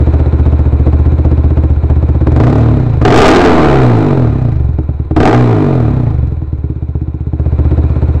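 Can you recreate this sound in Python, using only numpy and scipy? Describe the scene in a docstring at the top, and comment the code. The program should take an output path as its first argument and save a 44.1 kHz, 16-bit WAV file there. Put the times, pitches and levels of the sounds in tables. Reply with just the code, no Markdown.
"""A single-cylinder four-stroke quad bike idles on a driveway: each exhaust stroke rings the pipe and
silencer, gas rushes out behind it and the valve gear clatters, all badly overloading a small camera's
microphone. As the camera moves from the seat down beside the silencer, the throttle is blipped at 2.2 s
and 3 s, and unburnt fuel pops in the pipe. Misfires lead into a third blip at 5.1 s. The engine falls
back to a stumbling idle, and after 7.3 s the camera returns to the seat."""
import sys
import numpy as np
from scipy import signal
from scipy.fft import rfft, irfft
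from scipy.io import wavfile
from scipy.ndimage import uniform_filter1d

SR = 44100
rng = np.random.default_rng(int(sys.argv[2]) if len(sys.argv) > 2 else 0)


def digitize_waveform(pressure):
    """Quantize a signal to 16-bit integers and store it at the path in sys.argv[1].

    Rows of a 2-D input are taken as channels; values are limited to [-1, 1].
    """
    field = np.atleast_2d(pressure).T
    bounded = np.clip(field, -1, 1)
    quanta = np.round(bounded * 32767).astype(np.int16)
    wavfile.write(sys.argv[1], SR, quanta)


N = 361619
TIME = np.arange(N) / SR
BINS = np.fft.rfftfreq(N, 1 / SR)
IDLE_HZ = 15.5  # engine speeds are in exhaust strokes per second


def amp(db):
    """Decibels to gain."""
    return 10 ** (np.asarray(db) / 20)


def follow(table, times_s):
    """The columns of an automation curve at the given times."""
    at, *columns = np.transpose(table)
    return [np.interp(times_s, at, column) for column in columns]


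def eq_curve(points):
    """A spectrum in dB, its points joined on a log-frequency axis."""
    hz, db = np.transpose(points)
    return np.interp(np.log(BINS + 1), np.log(hz + 1), db)


def noise(shape_db):
    """Noise of rms 1 with the given spectrum."""
    x = irfft(rfft(rng.standard_normal(N)) * amp(shape_db), N)
    return x / x.std()


def add(mix, start_s, sound):
    """Mixes a sound in at start_s."""
    part = mix[max(round(start_s * SR), 0):][:len(sound)]
    part += sound[:len(part)]


def driveway(x, wet_db=-24, t60_s=.35, low_cut_hz=250):
    """Adds a thin scatter of echoes from the parked car and the garage wall."""
    t = TIME[:SR // 2]
    echoes = rng.standard_normal(len(t)) * (rng.random(len(t)) < .05)
    echoes *= (t > .006) * 1000 ** (-t / t60_s)
    echoes = signal.sosfilt(signal.butter(2, low_cut_hz, "high", fs=SR, output="sos"), echoes)
    return x + amp(wet_db) * signal.fftconvolve(x, echoes / np.linalg.norm(echoes))[:N]


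# fader rides for the camera move: time_s, exhaust_db, casing_db
CAMERA_MOVE = [(0, -1, 0.5), (1.4, -0.5, -3.5), (2.15, -2, -4.5), (2.6, -7, -11.5), (3.6, -8.5, -9),
               (4.5, -9.5, -15), (5.1, -10, -14.5), (6, -9, -13.5), (6.5, -12, -16.5), (6.9, -12, -15),
               (7.3, -13, -15), (7.5, -4, -7.5), (7.7, -2.5, -4), (8.2, -4, -4)]
def camera_db(times_s):
    """Both sources dip and recover as the camera goes from the seat to the silencer and back."""
    exhaust_db, casing_db = follow(CAMERA_MOVE, times_s)
    return {"exhaust": exhaust_db, "casing": casing_db}


# broad tone of the engine casing: frequency_hz, level_db
CASING_EQ = [(60, -15.5), (300, 11.5), (800, -1.5), (1150, -8.5), (1900, -15.5), (2500, -21.5),
             (3100, -29.5), (4000, -31), (4800, -38.5), (8000, -38.5), (16000, -66.5)]
# its ringing panels: pitch_hz, width_hz, lift_db
CASING_PANELS = [(1026, 60, 8), (1395, 150, 7), (2407, 340, 8.5), (3930, 880, 11.5)]
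# valve knocks on top of the steady whirr: position_cycles, length_cycles, relative_db
VALVE_KNOCKS = [(1, 0.12, -7.5), (0.94, 0.017, -0.5)]
def casing(speed, cycles, idle_db=-24, db_per_octave=11, uneven_db=1.5):
    """Chain and gears whirr in the casing, and the valves knock at the same places in each cycle."""
    panels_db = sum(lift_db / (1 + (2 * (BINS - hz) / width) ** 2) for hz, width, lift_db in CASING_PANELS)
    cycle_index = np.floor(cycles).astype(int) + 1
    envelope = np.ones(N)
    for position, length, db in VALVE_KNOCKS:
        force = amp(db + uneven_db * rng.standard_normal(400))[cycle_index]
        envelope += force * np.exp(-((cycles % 1 - position) / length) ** 2)
    envelope /= np.sqrt(np.mean(envelope ** 2))
    level_db = idle_db + db_per_octave * np.log2(speed / IDLE_HZ) + camera_db(TIME)["casing"]
    return amp(level_db) * envelope * noise(eq_curve(CASING_EQ) + panels_db)


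# throttle blips: start_s, release_s, opening_fraction, closing_s
THROTTLE_BLIPS = [(2.2338, 2.4896, .3528, .2365), (3.0017, 3.1728, .8597, .3125),
                  (5.1318, 5.2081, 1, .2101)]
# the idle hunts a little: time_s, speed_hz
IDLE_DRIFT = [(0.0, 15.399), (0.45, 15.401), (0.75, 14.396), (1.0, 15.707), (1.5, 15.587), (1.8, 14.959),
              (1.95, 15.678), (2.3, 16.927), (4.4, 17.277), (4.8, 16.959), (5.1, 16.47), (6.1, 17.486),
              (6.5, 16.861), (6.85, 14.544), (7.1, 15.226), (7.5, 15.186), (8.0, 16.013), (8.2, 15.221)]
def crank(opening_s=.0236, pull_per_s=14.275, top_hz=112.55,
          friction_hz_per_s=47.056, windage_per_s=.3472, settle_hz=5.265):
    """The throttle revs the engine up; friction and windage drag it back, letting go near idle."""
    throttle = sum(np.interp(TIME, [start, start + opening_s, release, release + closing_s],
                             [0, opening, opening, 0])
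                   for start, release, opening, closing_s in THROTTLE_BLIPS)
    step_s = .001
    ticks = np.arange(0, TIME[-1], step_s)
    over_idle, rates = 0, []
    for opening, idle in zip(np.interp(ticks, TIME, throttle), follow(IDLE_DRIFT, ticks)[0]):
        rate = idle + over_idle
        pull = pull_per_s * opening * rate * (1 - rate / top_hz)
        grip = over_idle ** 2 / (over_idle ** 2 + settle_hz ** 2)
        drag = (friction_hz_per_s + windage_per_s * over_idle) * grip
        over_idle += step_s * (pull - drag)
        rates.append(rate)
    cycles = np.interp(TIME, ticks + step_s / 2, np.cumsum(rates) * step_s) - .09
    return throttle, np.interp(TIME, ticks, rates), cycles


def stroke_shape(throttle, rate, coast_hz=(21, 22), full_load_opening=.71):
    """Crossfades a stroke's punch, blowdown time and gas rush between idling, coasting and pulling."""
    octaves = np.log2(rate / IDLE_HZ)

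    def voice(pulse_db, blowdown_ms, gas_db, per_octave=(0, 0, 0)):
        """A stroke set at idle speed, shifted per octave of revs; gas_db is relative to the pulse."""
        pulse_slope_db, halvings, gas_slope_db = per_octave
        return np.array([pulse_db + pulse_slope_db * octaves,
                         np.log2(blowdown_ms) - halvings * octaves,
                         gas_db + gas_slope_db * octaves])

    idling = voice(pulse_db=6.21, blowdown_ms=.72, gas_db=-21)
    coasting = voice(pulse_db=15.12, blowdown_ms=2.3, gas_db=-30, per_octave=(-4, 1.64, 6.6))
    pulling = voice(pulse_db=12.8, blowdown_ms=.35, gas_db=-6, per_octave=(-.81, .79, 2.7))
    coast = np.interp(rate, coast_hz, [0, 1])  # on a shut throttle, firing stops across these speeds
    shut = (1 - coast) * idling + coast * coasting
    load = np.clip(throttle / full_load_opening, 0, 1)
    pulse_db, log_blowdown, gas_db = (1 - load) * shut + load * pulling
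    return pulse_db, 2 ** log_blowdown, gas_db


# dull chuffs from strokes that fail to burn properly: time_s, lift_db
MISFIRES = [(1.767, 0), (4.738, 6.5), (4.839, 3), (4.943, 0), (5.054, 1), (6.371, 1.5), (6.474, 3),
            (6.584, 1.5)]
# pops of unburnt fuel in the pipe as the throttle shuts: time_s, gas_lift_db
AFTERFIRES = [(3.348, 6), (3.362, 5), (3.435, 10), (3.446, 13)]
def strokes(throttle, speed, cycles, uneven_db=1.14, load_uneven_db=3, jitter_cycles=.0015, gush_s=.0043):
    """One pressure pulse a cycle, and the envelope of the turbulent gas that follows it."""
    at = np.flatnonzero(np.diff(np.floor(cycles)) > 0) + 1
    starts, rate = TIME[at], speed[at]
    pulse_db, blowdown_ms, gas_db = stroke_shape(throttle[at], rate)
    pulse_db += camera_db(starts)["exhaust"]
    for time_s, lift_db in MISFIRES:
        k = np.argmin(abs(starts - time_s))
        pulse_db[k] += lift_db
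        blowdown_ms[k] *= 2.36  # an unburnt charge leaves slowly
        gas_db[k] = -30
    for time_s, lift_db in AFTERFIRES:
        gas_db[np.argmin(abs(starts - time_s))] += lift_db
    # no two burns are alike, least of all on a wide throttle
    level_dice, length_dice, timing_dice = rng.standard_normal((len(starts), 3)).T
    strength = amp(pulse_db + level_dice * (uneven_db + load_uneven_db * amp(gas_db)))
    blowdown_s = blowdown_ms / 1000 * amp(uneven_db * length_dice)
    pulses, gas, t = np.zeros(N), np.zeros(N), TIME[:SR // 10]
    for k, start_s in enumerate(starts + jitter_cycles / rate * timing_dice):
        pulse = t ** 4 * np.exp(-np.sqrt(2) * t / blowdown_s[k])
        add(pulses, start_s, -strength[k] * pulse / pulse.sum())
        # gushes stand apart as cracks at low revs and run together into a roar at high revs
        gush = 2 * np.sqrt(t / gush_s) * np.exp(-t / gush_s)
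        leak = .35 * rate[k] / 60 * (t * rate[k] < 1)  # steady flow for one cycle
        add(gas, start_s, strength[k] * amp(gas_db[k]) * (gush + leak))
    return pulses, gas


# resonances of pipe and silencer: pitch_hz, idle_width_hz, idle_db, racing_db
PIPE_MODES = [(75.1, 13.97, 4, -7), (117.7, 20.4, -1.5, 0), (247, 25.7, -7, -5), (311, 23.6, 0, -6.5),
              (352.6, 25, -25.5, -10), (402, 20.4, -4.5, -6.5), (439.5, 36, -12.5, -2.5),
              (641, 26.4, -14, -0.5), (726.4, 47, -6.5, 0.5), (823, 34, -24.5, -8), (1203, 38, -23, 3.5),
              (1360, 310, -14, 5.5), (1600, 59, -15.5, 5), (2400, 500, -17.5, -22.5)]
def silencer(x, speed, idle_hz=20.6, racing_hz=27, flow_damping=1.184, echo_s=.00181, reflection=.76):
    """Fast flow damps the low boom and lets the upper modes bark; the open end sends an inverted echo."""
    t = TIME[:SR // 3]
    idling, racing = 0, 0
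    for hz, width_hz, idle_db, racing_db in PIPE_MODES:
        tone = np.cos(2 * np.pi * hz * t)
        idling += amp(idle_db) * np.exp(-np.pi * width_hz * t) * tone
        racing += amp(racing_db) * np.exp(-np.pi * width_hz * flow_damping * t) * tone
    flow = np.interp(speed, [idle_hz, racing_hz], [0, 1])
    ring = (signal.fftconvolve(x * (1 - flow), idling) + signal.fftconvolve(x * flow, racing))[:N]
    return ring - reflection * np.interp(TIME - echo_s, TIME, ring)


# tone of the gas jet at the tailpipe: frequency_hz, level_db
JET_EQ = [(30, -3), (120, -2), (300, 18.5), (700, 0.5), (1300, -13.5), (2500, -22.5), (4000, -22.5),
          (8000, -30), (16000, -47.5)]
def exhaust(throttle, speed, cycles, swirl_db=-44, eddy_hz=900, jet_db=-7,
            thump_db=33, thump_band_hz=(15, 60), buffet_db=-13, buffet_hz=45, push_db=-4):
    """Pulses and swirling gas ring the pipe; the jet roars outside and buffets the microphone."""
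    pulses, gas = strokes(throttle, speed, cycles)
    small_eddies_db = 20 * np.log10(1e-3 + BINS ** 2 / (BINS ** 2 + eddy_hz ** 2))
    swirl = amp(swirl_db) * gas * noise(eq_curve(JET_EQ) + small_eddies_db)
    jet = amp(jet_db) * gas * noise(eq_curve(JET_EQ))
    # close to the tailpipe each puff is also felt as a dull thump
    thump_filter = signal.butter(1, thump_band_hz, "band", fs=SR, output="sos")
    thump = amp(thump_db) * signal.sosfilt(thump_filter, pulses)
    stream = uniform_filter1d(gas, size=1500)
    buffet = amp(buffet_db) * stream * noise(-20 * np.log10(1 + (BINS / buffet_hz) ** 2))
    # a sudden blast holds the diaphragm to one side until the pressure leaks away
    push = -amp(push_db) * signal.sosfilt(signal.butter(1, .5, "high", fs=SR, output="sos"), stream)
    return silencer(pulses + swirl, speed) + jet + thump + buffet + push


def scene():
    """Exhaust and casing run off the same crank and echo on the driveway, in mono."""
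    throttle, speed, cycles = crank()
    return driveway(exhaust(throttle, speed, cycles) + casing(speed, cycles))[None]


# overall tone, with the treble dulled above 8.5 kHz: frequency_hz, gain_db
TREBLE_EQ = [(20, 1), (3000, -1), (5000, -0.5), (8400, -1.5), (8700, -8.5), (15500, -12)]
def record(dry, ceiling=.69, knee=26, high_cut_hz=15750):
    """The overloaded microphone flattens every loud swing; EQ and a steep high cut dull the top."""
    clipped = dry / (1 + abs(dry / ceiling) ** knee) ** (1 / knee)
    coloured = irfft(rfft(clipped) * amp(eq_curve(TREBLE_EQ)), N)
    high_cut = signal.firwin(511, high_cut_hz, window=("kaiser", 9), fs=SR)
    return signal.oaconvolve(coloured, high_cut[None], "same")


dry = scene()
out = record(dry)
digitize_waveform(out)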